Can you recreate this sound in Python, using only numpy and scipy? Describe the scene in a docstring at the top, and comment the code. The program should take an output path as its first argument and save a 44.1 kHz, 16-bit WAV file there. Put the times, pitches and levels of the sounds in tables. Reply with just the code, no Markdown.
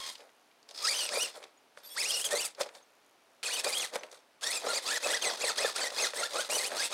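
"""Radio-controlled truck on a gritty yard

The truck shunts to and fro in short blips of throttle. Gear teeth whine and rattle in their housing
as the motor speed lurches; tyre lugs drum on the plastic shell, the drive line knocks at reversals
and grit snaps under the wheels. The motor squeals at a crawl and the steering servo buzzes faintly.
A far bird peeps in the pauses, over a soft bed of outdoor air."""
import sys
import numpy as np
from scipy import signal
from scipy.fft import rfft, irfft, next_fast_len
from scipy.io import wavfile

SR = 44100
rng = np.random.default_rng(int(sys.argv[2]) if len(sys.argv) > 2 else 0)


def generate_wav(signal):
    """Clip the signal to [-1, 1] and save it as 16-bit WAV at the path in sys.argv[1]."""
    frames = np.transpose(np.atleast_2d(signal))
    scaled = np.clip(frames, -1, 1) * 32767
    pcm = np.round(scaled).astype(np.int16)
    wavfile.write(sys.argv[1], SR, pcm)


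N = 305613
TIME = np.arange(N) / SR
CUTOFF_HZ = 15900
CRAWL_HZ, CRUISE_HZ = 850, 2000   # rate at which gear teeth meet: at a blip's ends, at an ordinary pace


def from_db(db):
    """Decibels to gain."""
    return 10 ** (np.asarray(db) / 20)


def rms_one(x):
    """Scale to rms 1."""
    return x / np.sqrt(np.mean(x ** 2) + 1e-20)


def automation(points):
    """Draw straight lines through (time, value) points, one value a sample."""
    times, values = np.transpose(points)
    return np.interp(TIME, np.sort(times), values)


def eq_gain(eq, hz):
    """Gain of an EQ curve, read on a log-frequency axis."""
    f, db = np.transpose(eq)
    return from_db(np.interp(np.log(hz + 1e-6), np.log(f), db))


def coloured(x, eq):
    """Shape a signal with an EQ curve; rms 1."""
    size = next_fast_len(N)
    spectrum = rfft(x, size) * eq_gain(eq, np.fft.rfftfreq(size, 1 / SR))
    return rms_one(irfft(spectrum, size)[:N])


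def drift(per_s):
    """Random modulator that changes about per_s times a second; rms 1."""
    return rms_one(np.interp(TIME * per_s, np.arange(N // 8), rng.standard_normal(N // 8)))


def grains(per_s, spread_db):
    """Random tiny impacts of uneven size; rms 1."""
    sizes = from_db(spread_db * np.minimum(rng.exponential(1, N), 4)) * rng.choice([-1, 1], N)
    return rms_one(sizes * (rng.random(N) < per_s / SR))


def ring(x, hz, t60):
    """A unit click sets a sine of height 1 ringing."""
    r, w = from_db(-60 / (t60 * SR)), 2 * np.pi * hz / SR
    return signal.lfilter([0, np.sin(w)], [1, -2 * r * np.cos(w), r * r], x + 1e-18)


def resonance(x, hz, width_hz):
    """Band-pass with gain 1 at its peak."""
    r, w = np.exp(-np.pi * width_hz / SR), 2 * np.pi * hz / SR
    return signal.lfilter(np.array([1, 0, -1]) * (1 - r * r) / 2, [1, -2 * r * np.cos(w), r * r], x + 1e-18)


def add(out, s, sound):
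    """Mix a short sound in at time s."""
    start = max(int(s * SR), 0)
    out[start:start + len(sound)] += sound[:max(N - start, 0)]


def whistles(rows, waver, scratch_db):
    """Thin gliding tones with soft ends, unsteady in pitch and level."""
    out = np.zeros(N)
    wobble = waver * drift(450)
    scratch = from_db(scratch_db * (np.tanh(drift(350)) - 1))
    for start, end, from_hz, to_hz, db in rows:
        along = np.linspace(0, 1, max(int((end - start) * SR), 8))
        own = rng.integers(N // 2) + np.arange(len(along))   # each tone wavers in its own way
        hz = (from_hz + (to_hz - from_hz) * along) * (1 + wobble[own])
        swell = from_db(db) * scratch[own] * np.sqrt(2 * np.abs(np.sin(np.pi * along)))
        add(out, start, swell * np.sin(2 * np.pi * np.cumsum(hz) / SR))
    return out


# EQ of the ambience bed: f/Hz, level/dB
AIR_EQ = [(15, -58), (25, -31), (179, -11.5), (210, -10), (247, -3), (283, -3), (351, -3), (690, 0.5),
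          (2080, -7.5), (2380, -7), (6130, -14), (6640, -19), (8470, -18.5), (9430, -18), (15800, -27.5)]
def yard_air(level_db):
    """Still outdoor air, a steady bed of soft noise."""
    return from_db(level_db) * coloured(rng.standard_normal(N), AIR_EQ)


# slaps off the walls round the yard: delay/s, level/dB
WALL_SLAPS = [(.013, -21.5), (.031, -18.5), (0.053, -18.5)]
def yard_echoes(x):
    """The direct sound plus a few dull wall reflections."""
    out = x.copy()
    dull = signal.sosfilt(signal.butter(1, 4500, fs=SR, output="sos"), x)
    for delay, db in WALL_SLAPS:
        add(out, delay, from_db(db) * dull)
    return out


# bird cues: start t/s, end t/s, start f/Hz, end f/Hz, level/dB
BIRD_PEEPS = [(1.574, 1.594, 6750, 6900, -61), (2.825, 2.84, 6450, 6400, -58.5),
              (3.99, 4.008, 6150, 5900, -49), (4.19, 4.21, 5730, 5500, -65)]
def far_bird():
    """A distant bird whistles tiny high peeps."""
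    return whistles(BIRD_PEEPS, waver=0.004, scratch_db=8)


# fader ride of the servo twitching as it holds the wheels: t/s, level/dB
SERVO_RIDE = [(0, -72), (.3, -76), (.68, -85), (.8, -100), (2.75, -100), (2.9, -80.5), (3.4, -84),
              (3.5, -100)]
# resonances of its tiny gears: f/Hz, width/Hz, level/dB
SERVO_MODES = [(6730, 340, 3), (9300, 370, -5), (10550, 300, -2), (11750, 300, -3)]
def steering_servo(pulses_per_s):
    """Each control pulse jerks the servo gears, making a thin buzz."""
    pulses = np.diff(np.floor(TIME * pulses_per_s), prepend=0) * from_db(3.7 * drift(50))
    buzz = sum(from_db(db) * resonance(pulses, hz, width_hz) for hz, width_hz, db in SERVO_MODES)
    return from_db(automation(SERVO_RIDE)) * rms_one(buzz)


# squeal cues: start t/s, end t/s, start f/Hz, end f/Hz, level/dB
MOTOR_SQUEALS = [(0, .125, 1080, 1050, -53), (0, .13, 2180, 2130, -55), (0, .065, 3300, 3200, -45),
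                 (.06, .125, 3300, 3200, -51), (1.832, 1.9, 11600, 11950, -49),
                 (1.895, 1.962, 12150, 12500, -50), (1.836, 1.862, 3650, 3550, -51),
                 (1.857, 1.902, 4640, 4730, -52), (1.898, 1.946, 3300, 3450, -49),
                 (1.9, 1.944, 5350, 5550, -50), (1.898, 1.946, 8750, 9050, -49)]
def motor_squeal():
    """The motor sings thinly while it strains at a crawl."""
    return whistles(MOTOR_SQUEALS, waver=0.0096, scratch_db=4.5)


# EQ of the grit's sizzle: f/Hz, level/dB
GRIT_EQ = [(4000, -19), (6500, -3), (8200, 2), (9500, 1.5), (11000, -6), (13000, -11.5), (16000, -21)]
def grit(level_db):
    """Grains crackle under the wheels, in patches because they lie unevenly on the ground."""
    patches = from_db(level_db + 5.8 * np.tanh(drift(70)))
    return patches * coloured(grains(per_s=12000, spread_db=6.5), GRIT_EQ)


# spot clicks of grit and gear backlash: t/s, level/dB, centre f/Hz
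SPOT_CLICKS = [(0.1542, -33.5, 3240), (0.2047, -42, 2690), (0.2927, -47, 1530), (0.5137, -49.5, 2500),
               (0.629, -46.5, 4500), (0.6895, -36, 4570), (0.7103, -36, 4450), (1.09, -20, 3580),
               (1.4277, -36, 2410), (1.4388, -34.5, 3570), (1.774, -35, 1132), (2.2456, -26, 3280),
               (2.2891, -32, 3375), (2.5486, -39, 4165), (2.609, -21, 4940), (2.616, -21, 4450),
               (2.6332, -27.5, 3630), (2.6606, -43, 1000), (2.6894, -37, 1817), (2.7507, -38, 4030),
               (3.43, -27, 2560), (3.646, -21, 3757), (3.937, -31, 3930), (3.9565, -22, 2000),
               (4.034, -29, 2390), (4.115, -38, 5950), (4.153, -45, 1095), (4.411, -40, 3000),
               (4.432, -24, 3797), (4.6217, -34, 1100), (4.962, -21, 4500), (5.174, -22, 3496),
               (5.2195, -35, 4210), (5.7612, -24, 4440), (5.9038, -28, 3630), (6.1044, -32, 3896),
               (6.135, -27.5, 1750), (6.4483, -31, 3710), (6.717, -28, 1501)]
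def clicks(level_db, crack_s, tail_db, tail_s, band_ratio):
    """A short crack and a weak tail, in a broad band set by the size of the part."""
    out, t = np.zeros(N), TIME[:SR // 12]
    envelope = np.exp(-t / crack_s) + from_db(tail_db) * np.exp(-t / tail_s)
    high_cut = signal.butter(2, 9500, fs=SR, output="sos")
    for s, db, hz in SPOT_CLICKS:
        band = signal.butter(1, [hz / band_ratio, hz * band_ratio], "band", fs=SR, output="sos")
        snap = signal.sosfilt(np.vstack([band, high_cut]), envelope * rng.standard_normal(len(t)))
        add(out, s, from_db(db + level_db) * snap / np.abs(snap).max())
    return out


# hollow ring of the plastic shell: f/Hz, level/dB, t60/s
SHELL_MODES = [(406, -11, 0.033), (480, -2.5, 0.048), (585, -0.5, 0.048), (816, -11.5, 0.047),
               (1090, -16.5, 0.042), (1307, -11.5, .03), (1880, -22, 0.019), (2450, -18, 0.044)]
def shell(forces):
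    """Each mode rings to its own force; so small a shell radiates hardly any bass."""
    out = np.zeros(N)
    for k, (hz, db, t60) in enumerate(SHELL_MODES):
        out += (-1) ** k * from_db(db) * ring(forces[k], hz, t60)
    return signal.sosfilt(signal.butter(2, 300, "high", fs=SR, output="sos"), out)


# EQ of rubber on the ground: f/Hz, level/dB
TYRE_EQ = [(25, -44), (120, -39), (200, -20.5), (320, -13), (420, -3.5), (560, -2), (700, -3), (950, -7),
           (1300, -10.5), (2200, -13.5), (4000, -50)]
def tyres(lugs_per_s, hollow_db):
    """Lugs scrub over the ground and drum through the chassis on the shell; rms 1."""
    lugs = grains(per_s=lugs_per_s, spread_db=1.5)
    drum = rms_one(shell([lugs] * len(SHELL_MODES)))
    scrub = coloured(grains(per_s=1500, spread_db=3.5), TYRE_EQ)
    return rms_one(scrub + from_db(hollow_db) * drum)


# hits of drive line and suspension on the shell: t/s, level/dB
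KNOCK_HITS = [(1.17, -23), (1.362, -36), (1.375, -35.5), (1.42, -36.5), (1.772, -41), (2.325, -21.5),
              (2.337, -16), (2.584, -39), (2.611, -21), (2.629, -29.5), (3.662, -21), (3.67, -19),
              (3.957, -20.5), (4.668, -18), (4.731, -21.5), (5.061, -16), (5.086, -32), (5.172, -31),
              (5.262, -26), (5.439, -18.5), (5.645, -14.5), (6.025, -22), (6.134, -27), (6.355, -23),
              (6.496, -22), (6.566, -24), (6.717, -31)]
def knocks(level_db, chatter_db, chatter_s):
    """Each knock and its brief chatter strike every mode of the shell with a new strength."""
    t = TIME[:SR // 20]
    chatter = rng.standard_normal((len(KNOCK_HITS), len(t))) * np.exp(-t / chatter_s)
    blows = (t == 0) + from_db(chatter_db) * chatter
    forces = np.zeros((len(SHELL_MODES), N))
    for (s, db), blow in zip(KNOCK_HITS, blows):
        for force in forces:
            add(force, s, from_db(db + 2 * rng.standard_normal()) * blow)
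    return from_db(level_db) * shell(forces)


# hard tyre scrubs as the truck changes direction: centre t/s, level/dB
TYRE_SCRUBS = [(1.149, -38), (2.34, -36.5), (3.675, -40), (4.685, -42), (5.08, -39.5), (5.28, -39),
               (5.455, -44), (5.625, -38), (5.81, -41), (6.015, -37.5), (6.205, -39.5), (6.375, -38),
               (6.545, -39), (6.745, -39.5)]
# off throttle, the truck rocks against its gear slack: t/s, decay/s, gear level/dB, shell level/dB
SLACK_ROCKS = [(.2, 0.053, -58.5, -53), (.7, 0.045, -56, -58.5), (1.355, 0.042, -48.5, -48),
               (1.44, .02, -57, -53), (1.78, 0.039, -53.5, -61.5), (2.614, 0.01, -29.5, -30),
               (2.66, 0.05, -58, -51.5), (2.755, 0.032, -51, -56.5), (3.94, 0.0088, -43, -45),
               (3.96, 0.014, -37, -35), (4.035, 0.032, -49.5, -45.5), (4.13, 0.039, -49, -54),
               (4.644, .02, -47, -38), (5.73, .02, -58, -52), (5.92, 0.022, -46, -44),
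               (6.728, .02, -48, -50)]
def sway_gains(scrub_half_s, rock_swell_s, grit_db):
    """Envelopes of gears, tyres and grit as the weight shifts: scrubs swell and fade, rocking dies away."""
    gear, tyre = np.zeros((2, N))
    for s, db in TYRE_SCRUBS:
        tyre += from_db(db) * np.exp(-np.minimum(((TIME - s) / scrub_half_s) ** 2, 20))
    for s, decay_s, gear_db, shell_db in SLACK_ROCKS:
        from_peak = np.maximum((s - TIME) / rock_swell_s, (TIME - s) / decay_s)
        rock = np.exp(-np.minimum(from_peak, 20))
        gear += from_db(gear_db) * rock
        tyre += from_db(shell_db) * rock   # the tyre layer carries the shell's drumming
    return gear, tyre, from_db(grit_db) * gear


# throttle blips: t/s, rise/s, hold/s, fall/s, gear level/dB, tyre level/dB, grit level/dB,
# whine-to-rattle trim/dB
THROTTLE_BLIPS = [ (0, 0.0021, 0.099, .075, -39.5, -60.5, -41, -6),
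                  (.74, .125, .18, 0.084, -33, -49.5, -37, -1.5),
                  (1.09, 0.064, 0.098, 0.069, -35, -47, -37, -1),
                  (1.831, 0.0039, 0.12, 0.029, -53, -67, -50, 0),
                  (1.943, .04, 0.22, 0.079, -37, -50.5, -36, -0.5),
                  (2.241, 0.0021, .025, .04, -37.5, -51, -38.5, -4.5),
                  (2.302, .01, 0.15, .041, -35.5, -50, -36, -4),
                  (3.429, .005, 0.17, .027, -33, -48.5, -38, -4.5),
                  (3.633, .012, .2, .046, -32.5, -47.5, -37.5, -5),
                  (4.41, .028, .14, .046, -33, -48, -39.5, -4),
                  (4.615, .078, .084, .045, -32, -43, -38, -6),
                  (4.82, .047, .11, .016, -32.5, -46, -38, -5.5),
                  (5.0, .048, .097, .095, -30.5, -42, -39, -3.5),
                  (5.215, 0.0081, .118, .05, -33.5, -44.5, -46, -5),
                  (5.373, 0.046, 0.083, .07, -32, -42, -40, -4),
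                  (5.557, 0.0282, .114, .045, -31.5, -45.5, -38, -6),
                  (5.744, .018, 0.11, 0.051, -33.5, -44, -41, -3.5),
                  (5.925, 0.06, 0.087, .053, -31, -48, -38.5, -5.5),
                  (6.125, .044, 0.099, .026, -35, -48, -41, -4),
                  (6.29, .056, 0.061, .1, -33, -46, -36.5, -5.5),
                  (6.491, .012, .17, 0.035, -33, -45, -37.5, -5.5),
                  (6.704, 0.084, 0.067, 0.047, -31.5, -48.5, -38.5, -6),
                  (6.899, 0.029, .048, 0.041, -34.5, -41, -42, -6)]
def drive_gains(mesh_hz, rise_db, fall_db):
    """Envelopes of gears, tyres, grit and whine: blips rise, hold and fall; speed shifts the balance."""
    gains, t = np.zeros((4, N)), TIME[:SR]
    driven, whine = gains[:3], gains[3]
    for start, rise, hold, fall, *levels_db, whine_db in THROTTLE_BLIPS:
        attack = np.maximum(1 - t / rise, 0)
        release = np.maximum(t - rise - hold, 0) / fall
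        throttle_db = -rise_db * attack - fall_db * release
        for gain, db in zip(driven, levels_db):
            add(gain, start, from_db(db + throttle_db))
        add(whine, start, from_db(whine_db + 1.12 * throttle_db))   # teeth sing only under load
    # the load judders as the wheels skip, and the whine breaks up
    driven *= from_db(0.7 * np.tanh(drift(110)))
    whine *= from_db(3 * np.tanh(drift(110)))
    per_octave_db = [-1, 0.5, 4, 2.5]   # labouring gears rattle more; fast ones throw grit and sing
    return gains * from_db(np.outer(per_octave_db, np.log2(mesh_hz / CRUISE_HZ)))


# pitch curve of the gears, one list a blip, sagging when the tyres grip: t/s, tooth-mesh f/Hz
MESH_CURVES = [
    [(.01, 1090), (.13, 1041)],
    [(.81, 988), (.873, 1464), (.899, 2450), (.924, 2183), (.95, 3044), (.99, 3105), (1.044, 2754),
     (1.06, 3070)],
    [(1.142, 2175), (1.168, 2450), (1.18, 2315), (1.228, 3095), (1.264, 2632)],
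    [(1.9, 850)],
    [(1.96, 950), (1.98, 1904), (2.014, 2715), (2.034, 1848), (2.066, 2800), (2.108, 3150), (2.12, 2676),
     (2.148, 2950), (2.16, 2600), (2.184, 2970), (2.2, 2560), (2.235, 3400)],
    [(2.245, 3450), (2.27, 3204)],
    [(2.312, 1750), (2.353, 1990), (2.395, 2350), (2.415, 3050), (2.465, 2382)],
    [(3.441, 3204), (3.459, 2500), (3.469, 2600), (3.488, 1415), (3.523, 2900), (3.562, 3107),
     (3.574, 2500), (3.6, 2705)],
    [(3.65, 2400), (3.69, 2450), (3.702, 2000), (3.718, 2385), (3.735, 2400), (3.756, 3140), (3.802, 3404),
     (3.828, 2720), (3.838, 2100)],
    [(4.43, 1575), (4.464, 1850), (4.502, 2000), (4.54, 2702), (4.595, 2398)],
    [(4.69, 1451), (4.732, 1327), (4.754, 2485), (4.77, 2476)],
    [(4.865, 1130), (4.903, 1421), (4.925, 1834), (4.939, 1705), (4.952, 2030), (4.973, 1755)],
    [(5.045, 2568), (5.065, 2600), (5.087, 1741), (5.115, 2000), (5.13, 1400), (5.15, 2000)],
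    [(5.221, 3130), (5.237, 2908), (5.255, 2071), (5.291, 1960), (5.31, 1153)],
    [(5.43, 2795), (5.46, 1880), (5.476, 2133), (5.506, 1285), (5.52, 1414)],
    [(5.592, 1953), (5.612, 2148), (5.63, 2782), (5.645, 1860), (5.675, 1554), (5.705, 991)],
    [(5.78, 1847), (5.797, 2680), (5.819, 1520), (5.833, 1537), (5.843, 2075), (5.865, 1840), (5.889, 2034)],
    [(5.971, 1847), (6.005, 2832), (6.023, 2197), (6.04, 2102), (6.063, 1350), (6.079, 1457)],
    [(6.17, 1798), (6.208, 2245), (6.23, 1334), (6.268, 1820)],
    [(6.38, 1312), (6.415, 1654)],
    [(6.502, 2431), (6.538, 3000), (6.568, 2950), (6.594, 2000), (6.615, 2092), (6.632, 1745),
     (6.653, 2589), (6.679, 3094)],
    [(6.721, 1300), (6.765, 1236), (6.819, 1844), (6.841, 2604), (6.865, 2720)],
    [(6.93, 1282)],
]
def motor_speed():
    """Mesh rate in Hz: in each blip the motor spins up from a crawl, lurches and coasts back."""
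    mesh_hz = np.full(N, float(CRAWL_HZ))
    for (start, rise, hold, fall, *_), curve in zip(THROTTLE_BLIPS, MESH_CURVES):
        blip = automation([(start, CRAWL_HZ), *curve, (start + rise + hold + fall, CRAWL_HZ)])
        mesh_hz = np.where(TIME >= start, blip, mesh_hz)
    return mesh_hz


# resonances of the gear housing: f/Hz, width/Hz, level/dB
HOUSING_MODES = [(1350, 160, -5.5), (2000, 300, -9.5), (2500, 52, -0.5), (2950, 63, -15), (3270, 350, -2.5),
                 (4330, 890, -6.5), (4720, 78, -9.5), (5500, 63, -28), (6450, 490, -5), (8170, 190, -3.5),
                 (8830, 400, -19)]
# bounces between shell and ground: delay/s, level/dB
SHELL_BOUNCES = [(.0011, -15.5), (.0023, -14.5), (.0041, -13.5), (.0067, -17)]
def housing(x):
    """Partials flare as they glide through the housing's modes and the hollow of the shell; rms 1."""
    ringing = x + sum(from_db(db) * resonance(x, hz, width_hz) for hz, width_hz, db in HOUSING_MODES)
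    out = ringing.copy()
    for delay, db in SHELL_BOUNCES:
        swaying_delay = delay * (1 + 0.0546 * drift(12))   # the truck rocks on its springs
        out += from_db(db) * np.interp(TIME - swaying_delay, TIME, ringing)
    return rms_one(out)


# EQ of the tooth clatter going into the housing: f/Hz, level/dB
RATTLE_EQ = [(25, -28), (130, -21.5), (300, -10.5), (600, -6.5), (950, -2.5), (1400, -4.5), (2400, -2.5),
             (3000, -6.5), (3600, 2.5), (4700, -1), (5800, -3), (7000, -6.5), (9000, -7), (15000, -23)]
def gear_rattle(mesh_cycles, teeth, throb_db, flutter_db, bite):
    """Teeth clash in their backlash as each pair meets, harder once per turn of the pinion."""
    throb = np.sin(2 * np.pi * mesh_cycles / teeth)
    load = from_db(throb_db * throb + flutter_db * np.tanh(drift(220)))
    contact = 1 + bite * np.cos(2 * np.pi * mesh_cycles)
    return housing(coloured(grains(per_s=16000, spread_db=2) * load * contact, RATTLE_EQ))


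# partials of the whine: multiple of the mesh rate, level/dB
WHINE_PARTIALS = [(.5, -14), (1, 6.5), (1.5, -11.5), (2, -1.5), (2.5, -16.5), (3, -1), (3.5, -27), (4, 0),
                  (5, -2), (6, -3.5), (7, -4)]
# how the housing radiates a tone: f/Hz, level/dB
WHINE_EQ = [(400, 1), (1000, 1.5), (1500, 2), (2500, -1), (3200, 1), (4500, 5), (5200, 3), (6800, 2),
            (8500, 3), (10500, -5.5), (15000, -26)]
def gear_whine(mesh_hz, mesh_cycles, flutter_db, slip_cycles, teeth, runout_cycles):
    """Tooth-mesh partials; uneven teeth and an off-centre pinion shake their strength and timing."""
    slip = slip_cycles * drift(700)
    runout = runout_cycles * np.sin(2 * np.pi * mesh_cycles / teeth + drift(40))
    cycles = mesh_cycles + slip + runout
    out = np.zeros(N)
    for multiple, db in WHINE_PARTIALS:
        hz = multiple * mesh_hz
        shake_db = flutter_db * min(multiple / 2, 1) * np.tanh(drift(125))
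        gain = from_db(db + shake_db) * eq_gain(WHINE_EQ, hz) * (hz < CUTOFF_HZ)
        out += gain * np.sin(2 * np.pi * (multiple * cycles + rng.random()))
    return housing(out)


# side on, the open wheel arch lets out the housing's shrill ring: t/s, level/dB
SHRILL_RIDE = [(0, -3), (.75, 8), (.9, 7.5), (1.0, 4), (1.2, -1), (2.0, -1), (2.15, 14.5), (2.35, -36),
               (3.4, -32), (4.5, -15), (6.93, -7.5)]
def gearbox(speed_hz, whine_gain):
    """The hero sound: meshing teeth rattle and whine at the speed of the motor."""
    mesh_hz = speed_hz * (1 + 0.018 * drift(150))   # the load jerks the motor speed
    cycles = np.cumsum(mesh_hz) / SR
    rattle = gear_rattle(cycles, teeth=13, throb_db=3.5, flutter_db=4, bite=0.48)
    whine = gear_whine(mesh_hz, cycles, flutter_db=9, slip_cycles=0.033, teeth=14, runout_cycles=0.04)
    spinning = np.clip((mesh_hz - CRAWL_HZ) / 450, 0, 1)   # the whine dies as the gears coast down
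    gears = from_db(-5.5) * rattle + from_db(3) * whine_gain * spinning * whine
    return gears + from_db(automation(SHRILL_RIDE)) * resonance(gears, hz=5080, width_hz=470)


def scene():
    """Mix truck, bird and air, alike in both channels."""
    speed_hz = motor_speed()
    *driven, whine_gain = drive_gains(speed_hz, rise_db=15, fall_db=17)
    swaying = sway_gains(scrub_half_s=0.043, rock_swell_s=0.012, grit_db=-5.5)
    gear_gain, tyre_gain, grit_gain = np.hypot(driven, swaying)   # summed in power
    truck = from_db(-0.5) * gear_gain * gearbox(speed_hz, whine_gain)
    truck += tyre_gain * tyres(lugs_per_s=500, hollow_db=-4)
    truck += grit_gain * grit(level_db=-7)
    truck += knocks(level_db=-7, chatter_db=-27, chatter_s=0.0025)
    truck += clicks(level_db=-1.5, crack_s=0.0027, tail_db=-20, tail_s=0.02, band_ratio=1.27)
    truck += motor_squeal() + steering_servo(pulses_per_s=63)
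    air = yard_air(level_db=-65.5)
    return np.tile(yard_echoes(truck + far_bird()) + air, (2, 1))


def record(dry):
    """A steep high cut on the whole mix."""
    high_cut = signal.firwin(401, CUTOFF_HZ, fs=SR)
    return signal.fftconvolve(dry, high_cut[None], mode="same", axes=1)


dry = scene()
out = record(dry)
generate_wav(out)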